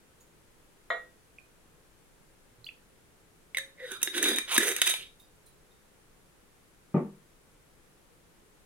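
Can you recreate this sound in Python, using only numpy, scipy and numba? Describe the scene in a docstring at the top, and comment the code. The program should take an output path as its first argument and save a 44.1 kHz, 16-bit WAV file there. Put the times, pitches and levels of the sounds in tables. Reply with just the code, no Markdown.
"""A metal screw cap taps onto a small glass bottle and rasps shut in short twists in a quiet kitchen.
Its threads stick and slip, driving the metal, the glass and the neck air, whose tone drops as it closes.
Before that, a filled saucepan is knocked once and a few drops of rum plink into the cream, each trapping
a bubble. Handling adds faint tings. Last, a bottle is set down on the wooden table with a dull thud."""
import sys
import numpy as np
from scipy import signal
from scipy.fft import rfft, irfft
from scipy.io import wavfile
from numba import njit

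SR = 44100
rng = np.random.default_rng(int(sys.argv[2]) if len(sys.argv) > 2 else 0)


def bounce(signal):
    """Save signal as a 16-bit WAV file at the path given by the first command-line argument."""
    frames = np.transpose(np.atleast_2d(signal))
    limited = np.clip(frames, -1, 1)
    pcm = np.round(limited * 32767).astype(np.int16)
    wavfile.write(sys.argv[1], SR, pcm)


N = 381685
TIME = np.arange(N) / SR
TAIL = TIME[:int(.7 * SR)]  # time axis of one event


def undb(db):
    """Decibels to gain."""
    return 10 ** (np.asarray(db) / 20)


def unit(x):
    """Scale to unit energy."""
    return x / np.sqrt(np.sum(x ** 2, axis=-1, keepdims=True))


def highpass(x, order, cutoff_hz):
    """Butterworth high-pass."""
    return signal.sosfilt(signal.butter(order, cutoff_hz, "high", fs=SR, output="sos"), x)


def colour(spectrum, size):
    """Gain per bin of a (freq_hz, level_db) curve, falling steeply past its ends."""
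    hz, db = np.transpose(spectrum)
    log_hz = np.log(np.maximum(np.fft.rfftfreq(size, 1 / SR), 1))
    outside = np.abs(log_hz - np.clip(log_hz, np.log(hz[0]), np.log(hz[-1])))
    return undb(np.interp(log_hz, np.log(hz), db) - np.minimum(40 * outside, 50))


def click(spectrum, size=4096):
    """Minimum-phase click with this spectrum, unit energy."""
    cepstrum = irfft(np.log(colour(spectrum, size)))
    cepstrum[1:size // 2] *= 2
    cepstrum[size // 2 + 1:] = 0
    return unit(irfft(np.exp(rfft(cepstrum))))


def through(x, response):
    """Convolve with a mono or stereo response."""
    return signal.fftconvolve(np.atleast_2d(x), np.atleast_2d(response), axes=1)[:, :N]


def add(track, start_s, sound):
    """Mix a sound into a track."""
    i = int(start_s * SR)
    track[..., i:i + sound.shape[-1]] += sound[..., :N - i]


def place(x, pan_db, delay_samples=0):
    """Pan by left-minus-right level and delay the left side."""
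    left, right = np.broadcast_to(x, (2, N))
    return np.array([np.roll(left, delay_samples) * undb(pan_db / 2), right * undb(-pan_db / 2)])


def fade(t60_s):
    """Exponential decay."""
    return undb(-60 * TAIL / t60_s)


def onset(attack_s):
    """Exponential rise to 1."""
    return 1 - np.exp(-TAIL / attack_s)


def ping(hz, t60_s, attack_s):
    """Damped tone with a rounded start."""
    return onset(attack_s) * fade(t60_s) * np.sin(2 * np.pi * hz * TAIL)


def ring(modes, spread_rad, t60_scale, attack_s=0.0012):
    """Decaying modes, unit energy; higher ones differ more in phase between the sides."""
    out = 0
    for hz, db, base_t60_s in modes:
        phase = spread_rad * min(hz / 1500, 1) * rng.choice([-1, 1]) * np.array([[1], [-1]])
        out = out + undb(db) * fade(base_t60_s * t60_scale) * np.sin(2 * np.pi * hz * TAIL + phase)
    return unit(out * onset(attack_s))


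def chatter(t60_s):
    """Micro-impacts of random sign, dying away from level 1."""
    return rng.choice([-1., 1.], len(TAIL)) * fade(t60_s)


@njit
def bandpass(x, centre_hz, width_hz):
    """State-variable band-pass with a moving centre."""
    out, band_state, low_state = np.empty(len(x)), 0., 0.
    for i in range(len(x)):
        gain = np.tan(np.pi * centre_hz[i] / SR)
        damping = width_hz[i] / centre_hz[i]
        band = (band_state + gain * (x[i] + 1e-18 - low_state)) / (1 + gain * (gain + damping))
        band_state = 2 * band - band_state
        low_state += 2 * gain * band
        out[i] = damping * band
    return out


def cavity(drive, pitch_hz, width_ratio):
    """Air resonance with a moving pitch; keeps the level of noise."""
    width_hz = width_ratio * pitch_hz
    once = bandpass(drive, pitch_hz, width_hz)
    return bandpass(once, pitch_hz, width_hz) * np.sqrt(2 * SR / np.pi / width_hz)


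def kitchen(x, wet_db, t60_s, mono_below_hz=600):
    """Direct sound plus a short diffuse tail, its bass alike on both sides."""
    mid, side = rng.standard_normal((2, len(TAIL)))
    side = highpass(side, 1, mono_below_hz)
    tail = np.array([mid + side, mid - side]) * fade(t60_s) * onset(0.00089)
    return x + undb(wet_db) * through(x, unit(tail))


# Room noise: freq_hz, relative_db
ROOM_SPECTRUM = [(8.8, -23.5), (15, 2), (32, -5), (50, -8.5), (123, -10.5), (159, -8), (226, -12.5),
                 (294, -12.5), (330, -11), (483, -12), (628, -18.5), (1550, -21.5), (4980, -30.5),
                 (10000, -28), (16000, -38)]


def room_tone(mid_db=-63, bass_width=0.53, wide_hz=1500):
    """Steady faint hiss and rumble, narrower in the bass."""
    mid, side = rfft(rng.standard_normal((2, N))) * colour(ROOM_SPECTRUM, N)
    width = np.interp(np.fft.rfftfreq(N, 1 / SR), [0, wide_hz], [bass_width, 1])
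    mid, side = irfft(mid, N), irfft(side * width, N)
    return place(np.array([mid + side, mid - side]) * undb(mid_db) / mid.std(), pan_db=1.0)


# Handled glass and metal: start_s, pitch_hz, level_db, t60_s
HANDLING_TINGS = [(0.202, 6760, -54.5, 0.17), (2.646, 4600, -49, 0.091), (5.194, 3700, -52.5, 0.16),
                  (5.195, 10340, -60, 0.13), (5.232, 4860, -67, .11), (5.457, 9600, -54, 0.067),
                  (5.46, 4018, -58, 0.086), (5.705, 3666, -65, 0.28)]


def handling(rub_db=11):
    """Faint tings, each stirred by a brief rub, and a soft low bump as the last drops fall."""
    out = np.zeros(N)
    add(out, 2.575, undb(-49) * ping(118, t60_s=0.27, attack_s=0.029))
    for start_s, pitch_hz, level_db, t60_s in HANDLING_TINGS:
        rub = 0.17 * chatter(t60_s=0.12) * onset(0.0043)
        ting = signal.fftconvolve(unit(rub), ping(pitch_hz, t60_s, attack_s=0.00041))
        add(out, start_s, undb(level_db) * ting)
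        add(out, start_s, undb(level_db + rub_db) * np.diff(rub))
    return kitchen(place(out, pan_db=-4.5, delay_samples=1), wet_db=-7, t60_s=0.45)


# Bubbles in the cream: start_s, pitch_hz, level_db, t60_s, relative_rise_per_s, pan_db
DROP_BUBBLES = [(1.385, 2450, -38.5, 0.031, 1.7, -6), (2.644, 4200, -31.5, 0.008, 3, -11),
                (2.6658, 2724, -33, 0.048, 31, 0), (2.689, 2480, -30.5, 0.03, 16, -2)]


def drops(rise_s=0.008):
    """Each drop traps a tiny bubble whose pitch rises as it nears the surface."""
    out = np.zeros((2, N))
    for start_s, pitch_hz, level_db, t60_s, rise_per_s, pan_db in DROP_BUBBLES:
        glide_hz = pitch_hz * (1 + rise_per_s * np.minimum(TAIL, rise_s))
        envelope = undb(level_db) * fade(t60_s) * onset(0.00052)
        plink = envelope * np.sin(2 * np.pi * np.cumsum(glide_hz) / SR)
        add(out, start_s, undb([[pan_db / 2], [-pan_db / 2]]) * plink)
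    return kitchen(out, wet_db=-7, t60_s=0.27)


# Saucepan ring: pitch_hz, relative_db, base_t60_s
SAUCEPAN_MODES = [(450, -16.5, 0.57), (505, -15.5, 0.66), (678, -4.5, 0.44), (1260, -14, 0.45),
                  (1400, -9, 0.22), (1905, 1.5, 0.39), (2137, -0.5, 0.15), (2330, -22, 0.42),
                  (2767, -31, .55), (3140, -16, 0.25), (3450, -21, 0.34), (3537, -16, 0.37),
                  (3595, -22, 0.3), (3900, -18, 0.29), (6900, -27, 0.43)]
# Blow on the saucepan: freq_hz, relative_db
KNOCK_SPECTRUM = [(150, -86), (250, -31), (597, -8.5), (663, -8.5), (830, -19), (1260, -10.5), (1630, -15),
                  (1920, -9), (2520, -52), (3500, -30), (4070, -25), (4380, -50), (9000, -56), (11700, -53),
                  (19800, -120)]


def saucepan(start_s=0.9031):
    """One firm knock; the cream damps the ring quickly."""
    force = np.zeros(N)
    add(force, start_s, np.ones(1))
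    crack = undb(-5) * through(force, click(KNOCK_SPECTRUM))
    ringing = undb(1) * through(force, ring(SAUCEPAN_MODES, spread_rad=0.54, t60_scale=0.6))
    crack = kitchen(place(crack, pan_db=2.0), wet_db=4.5, t60_s=0.28)
    return crack + kitchen(place(ringing, pan_db=-1.5), wet_db=-4.5, t60_s=0.27)


# Bottle base hitting the wood: start_s, level_db
LANDING_HITS = [(6.943, -0.5), (6.9633, 2.5)]
# Blow on the wood: freq_hz, relative_db
THUD_SPECTRUM = [(50, -39.5), (90, -46.5), (130, -8.5), (200, 5.5), (400, -2), (520, -8.5), (900, -13),
                 (1000, -21), (1170, -12.5), (1600, -34.5), (1950, -27), (2500, -35.5), (3300, -49),
                 (4500, -61.5)]
# Table top ring: pitch_hz, relative_db, base_t60_s
TABLE_MODES = [(157.3, -8, 0.56), (200.2, 7, 0.36), (226, -9, 0.46), (274, -29, 0.44), (324, -11.5, 0.41),
               (330, -6, 0.24), (377, -2.5, 0.37), (388, -6, 0.33), (458, -12, 0.47), (447, -24.5, 0.2),
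               (570, -9, 0.27), (590, -15, 0.39), (649, -14, 0.26), (705, -25, 0.22), (810, -10.5, 0.17),
               (895, -11, 0.3), (1105, -18.5, 0.26), (1168, -21, 0.32), (1886, -29, .22),
               (2440, -26.5, .15)]


def bottle_on_table():
    """The bottle lands and rocks flat: two thumps, the first setting the table top ringing."""
    both_hits, first_hit = np.zeros((2, N))
    for start_s, level_db in LANDING_HITS:
        add(both_hits, start_s, undb([level_db]))
    add(first_hit, LANDING_HITS[0][0], np.ones(1))
    thump = undb(-10.5) * ping(166.8, t60_s=0.075, attack_s=0.0071)
    thump = highpass(thump, 2, cutoff_hz=135)  # little radiates below the lowest mode
    blow = undb(-8) * through(both_hits, click(THUD_SPECTRUM))
    blow = kitchen(place(blow, pan_db=-1), wet_db=12.5, t60_s=0.27, mono_below_hz=1200)
    boom = undb(9) * through(first_hit, ring(TABLE_MODES, spread_rad=0.3, t60_scale=0.88, attack_s=0.0024))
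    return place(through(both_hits, thump) + blow + boom, pan_db=1.4)


# Cap knocking on the glass: start_s, ping_hz, ping_db, clack_db, tick_db, thump_db
CAP_KNOCKS = [ (3.547, 2130, -14, -35.5, -45, -58), (3.5705, 2026, -10, -27.5, -31.5, -50),
              (3.5833, 1780, -13.5, -32.5, -30.5, -63), (3.917, 1600, -27.5, -41, -34.5, -34),
              (4.017, 2590, -27, -41, -37, -38), (4.0295, 1800, -37, -25.5, -15, -37),
              (4.074, 1664, -17, -26.5, -57, -34), (4.228, 1760, -12.5, -35, -18.5, -27),
              (4.241, 1750, -21.5, -22.5, -24, -19.5), (4.283, 3640, -15.5, -31.5, -33, -33),
              (4.332, 1770, -18.5, -40.5, -37, -30), (4.36, 2430, -25, -38.5, -29, -32.5),
              (4.385, 1830, -16, -22.5, -25, -30.5), (4.564, 1950, -18, -18.5, -39.5, -31.5),
              (4.5784, 1750, -23, -14, -15, -56.5), (4.58, 1690, -4.5, -38.5, -15, -8.5),
              (4.607, 1810, -15.5, -49, -36.5, -27.5), (4.688, 1820, -19, -30, -26.5, -39),
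              (4.764, 1850, -28, -27.5, -24, -60), (4.8168, 3800, -26, -11, -15, -43),
              (4.874, 2500, -12, -20.5, -25, -40), (4.939, 2470, -32, -26, -34, -43)]


def cap_knocks():
    """Each knock gives a ping, a thump and brief chatter that drives a clack and a treble tick."""
    pings, clack, thumps = np.zeros((3, N))
    tick = np.zeros((2, N))
    for start_s, ping_hz, ping_db, clack_db, tick_db, thump_db in CAP_KNOCKS:
        add(pings, start_s, undb(ping_db) * ping(ping_hz, t60_s=0.015, attack_s=0.0015))
        add(clack, start_s, undb(clack_db) * chatter(t60_s=0.023))
        shared, left, right = (chatter(t60_s=0.022) for _ in range(3))
        add(tick, start_s, undb(tick_db) * (shared + undb(-3.5) * np.array([left, right])))
        add(thumps, start_s, undb(thump_db) * ping(280, t60_s=0.021, attack_s=0.0027))
    return pings, clack, tick, highpass(thumps, 3, cutoff_hz=150)


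def waver(per_s, depth_db):
    """Randomly wandering gain."""
    knots = rng.standard_normal(N // 50)
    return undb(depth_db * np.interp(TIME * per_s, np.arange(len(knots)), knots))


def friction(per_s, scatter_db):
    """Stick and slip: dense tiny impacts of uneven size, rms 1."""
    slips = (rng.random(N) < per_s / SR) * rng.choice([-1, 1], N)
    slips = slips * undb(scatter_db * np.minimum(rng.exponential(size=N), 4))
    return slips / slips.std()


def catches(per_s):
    """Threads catch and let go at uneven intervals, each time with a brief chatter; rms 1."""
    times_s = np.cumsum(rng.uniform(0.4, 1.6, N // 200)) / per_s
    force = np.zeros(N)
    force[(times_s[times_s < TIME[-1]] * SR).astype(int)] = 1
    grit = through(force, fade(t60_s=0.017))[0] * rng.choice([-1., 1.], N)
    return grit / grit.std()


def twist(start_s, length_s, swell_db, arch_db, attack_s=0.1, release_s=0.12):
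    """Envelope of one twist: tilted by swell_db, its middle raised over its ends by arch_db."""
    along = np.clip((TIME - start_s) / length_s, 0, 1) - 0.5
    before = np.maximum(start_s - TIME, 0) / attack_s
    after = np.maximum(TIME - start_s - length_s, 0) / release_s
    return undb(swell_db * along - arch_db * (2 * along) ** 2 - 60 * np.minimum(before + after, 2))


# Twists of the cap; gap = air resonance under it: start_s, length_s, rasp_db, hiss_db, neck_db,
# glass_db, swell_db, brighten_db, gap_from_hz, gap_to_hz, gap_db
CAP_TWISTS = [(3.793, 0.08, -65, -72.5, -44, -61, 3.5, 12, 1950, 1910, -48),
              (3.874, 0.1, -50.5, -54.5, -50, -49, -3, 4, 1660, 1390, -46),
              (4.021, 0.12, -57.5, -67, -55, -49.5, -5, -16, 1554, 1580, -56.5),
              (4.144, .055, -38.5, -42, -42.5, -41.5, 7, 6, 1640, 1730, -51.5),
              (4.215, 0.18, -40, -42.5, -35, -33.5, -7, 2.5, 1760, 1780, -44.5),
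              (4.492, 0.074, -33.5, -38, -67, -44.5, -0.5, 14.5, 1450, 1119, -41),
              (4.593, 0.13, -38, -36.5, -35, -45.5, 1.5, 9, 1758, 1920, -39),
              (4.749, 0.051, -52, -53.5, -53, -53, 3, -3, 1850, 1860, -48.5),
              (4.828, 0.11, -35, -35, -54, -42, 2.5, 6, 1927, 1900, -74.5),
              (4.975, 0.088, -62.5, -66, -63.5, -62, -1.5, 0, 2800, 2930, -52.5)]


def cap_threads(seated):
    """Thread friction: drives for the metal, neck air and glass, plus the resonance under the cap."""
    rasp, hiss, neck_drive, glass_drive, gap_tone = np.zeros((5, N))
    grip = waver(per_s=89, depth_db=4.0)
    grit = undb(-9) * catches(per_s=35)
    slips = grip * (friction(per_s=1800, scatter_db=1) + grit)
    for (start_s, length_s, rasp_db, hiss_db, neck_db, glass_db,
         swell_db, brighten_db, gap_from_hz, gap_to_hz, gap_db) in CAP_TWISTS:
        effort = twist(start_s, length_s, swell_db, arch_db=3)
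        rasp += undb(rasp_db) * effort
        glass_drive += undb(glass_db) * effort
        hiss += undb(hiss_db) * twist(start_s, length_s, swell_db + brighten_db, arch_db=8)
        neck_drive += undb(neck_db) * twist(start_s, length_s, swell_db - brighten_db / 2, arch_db=7.5)
        gap_hz = np.interp(TIME, [start_s, start_s + length_s], [gap_from_hz, gap_to_hz])
        gap_tone += cavity(undb(gap_db) * effort * slips, gap_hz, width_ratio=0.17 + 0.3 * seated)
    # each side of the cap adds its own grains
    shared, left, right = (friction(per_s=2700, scatter_db=5.0) for _ in range(3))
    hiss = hiss * grip * (1.1 * shared + grit + np.array([left, right]))
    neck_drive *= friction(per_s=1500, scatter_db=3.0)
    return rasp * slips, hiss, neck_drive, glass_drive * slips, gap_tone


# Air in the bottle as the cap closes: time_s, pitch_hz
NECK_PITCH = [(3.81, 525), (3.86, 485), (3.93, 400), (4.2, 345), (4.57, 340), (4.63, 400), (4.68, 440),
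              (4.76, 392)]


def neck_air(drive, seated):
    """Neck resonance, damped as the cap seats; still open at the first taps, it hums on."""
    pitch_hz = np.interp(TIME, *np.transpose(NECK_PITCH))
    air = cavity(drive, pitch_hz, width_ratio=0.11 + 0.36 * seated)
    add(air, 3.56, undb(-45.5) * ping(540, t60_s=0.36, attack_s=0.018))
    return air


# Bottle wall: pitch_hz, relative_db, base_t60_s
GLASS_MODES = [(3425, -7, .28), (3470, -15, .2), (3715, -8, .2), (3738, 0, .4), (3760, 1, .44),
               (4840, -18, .18), (4868, -18, .18)]


def bottle_glass(drive):
    """The glass rings under rubs and knocks."""
    return through(drive, ring(GLASS_MODES, spread_rad=0.6, t60_scale=0.55))


# Cap ringing on the bottle: pitch_hz, relative_db, base_t60_s
CAP_MODES = [(1300, 0.5, 0.16), (1572, -2.5, 0.21), (1710, -0.5, 0.22), (1750, 3, 0.22), (1996, -3.5, 0.23),
             (2130, -4.5, 0.19), (2270, -5, 0.45), (2366, 9.5, 0.3), (2550, -3, .1), (3100, -0.5, 0.07),
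             (6080, 12, 0.18), (7770, -12, 0.16), (9200, 3.5, 0.17), (10400, -13, 0.17), (10450, 3, 0.11),
             (11600, -7, 0.18)]
# Metal clack and treble tick: freq_hz, relative_db
CLACK_SPECTRUM = [(400, -8), (750, -11.5), (1200, -10), (1750, -0.5), (2400, 0.5), (3000, 1), (3700, 4.5),
                  (4200, -8), (5200, -8)]
TICK_SPECTRUM = [(4900, -35.5), (5600, -8), (6200, 1.5), (7300, -5.5), (8300, 1), (9400, 3.5), (10700, -1),
                 (12500, -7.5), (15700, -13.5)]


def cap_metal(body_drive, treble_drive, split_hz=5300):
    """The metal answers with a clack plus its low modes, and a tick plus its high modes."""
    low_modes = [mode for mode in CAP_MODES if mode[0] < split_hz]
    high_modes = [mode for mode in CAP_MODES if mode[0] >= split_hz]
    low_ring = through(body_drive, ring(low_modes, spread_rad=0.5, t60_scale=0.8))
    high_ring = through(treble_drive, ring(high_modes, spread_rad=1.0, t60_scale=0.35))
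    body = undb(-0.43) * through(body_drive, click(CLACK_SPECTRUM)) + undb(-7) * low_ring
    treble = through(treble_drive, click(TICK_SPECTRUM)) + undb(-21.5) * high_ring
    return body, treble


def screw_cap(loose_s=3.86, seated_s=4.2):
    """Threads and knocks drive the metal cap, the glass and the air in the bottle."""
    seated = np.interp(TIME, [loose_s, seated_s], [0, 1])
    rasp, hiss, neck_drive, glass_drive, gap_tone = cap_threads(seated)
    pings, clack, tick, thumps = cap_knocks()
    glass = bottle_glass(glass_drive + undb(-5.5) * clack)
    body, treble = cap_metal(clack + rasp, tick + hiss)
    lows = place(neck_air(neck_drive, seated) + thumps, pan_db=0.3, delay_samples=2)
    mids = place(body + pings + gap_tone + glass, pan_db=-3.0, delay_samples=3)
    highs = place(treble, pan_db=-3.5, delay_samples=3)
    return kitchen(lows + mids + highs, wet_db=-7.5, t60_s=0.28)


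def scene():
    """Stereo mix of all sources."""
    return saucepan() + drops() + handling() + screw_cap() + bottle_on_table() + room_tone()


def record(dry):
    """Soft clip, then a steep low-pass."""
    cutoff_hz = 15900
    return signal.sosfilt(signal.ellip(10, 0.1, 70, cutoff_hz, fs=SR, output="sos"), np.tanh(dry))


dry = scene()
out = record(dry)
bounce(out)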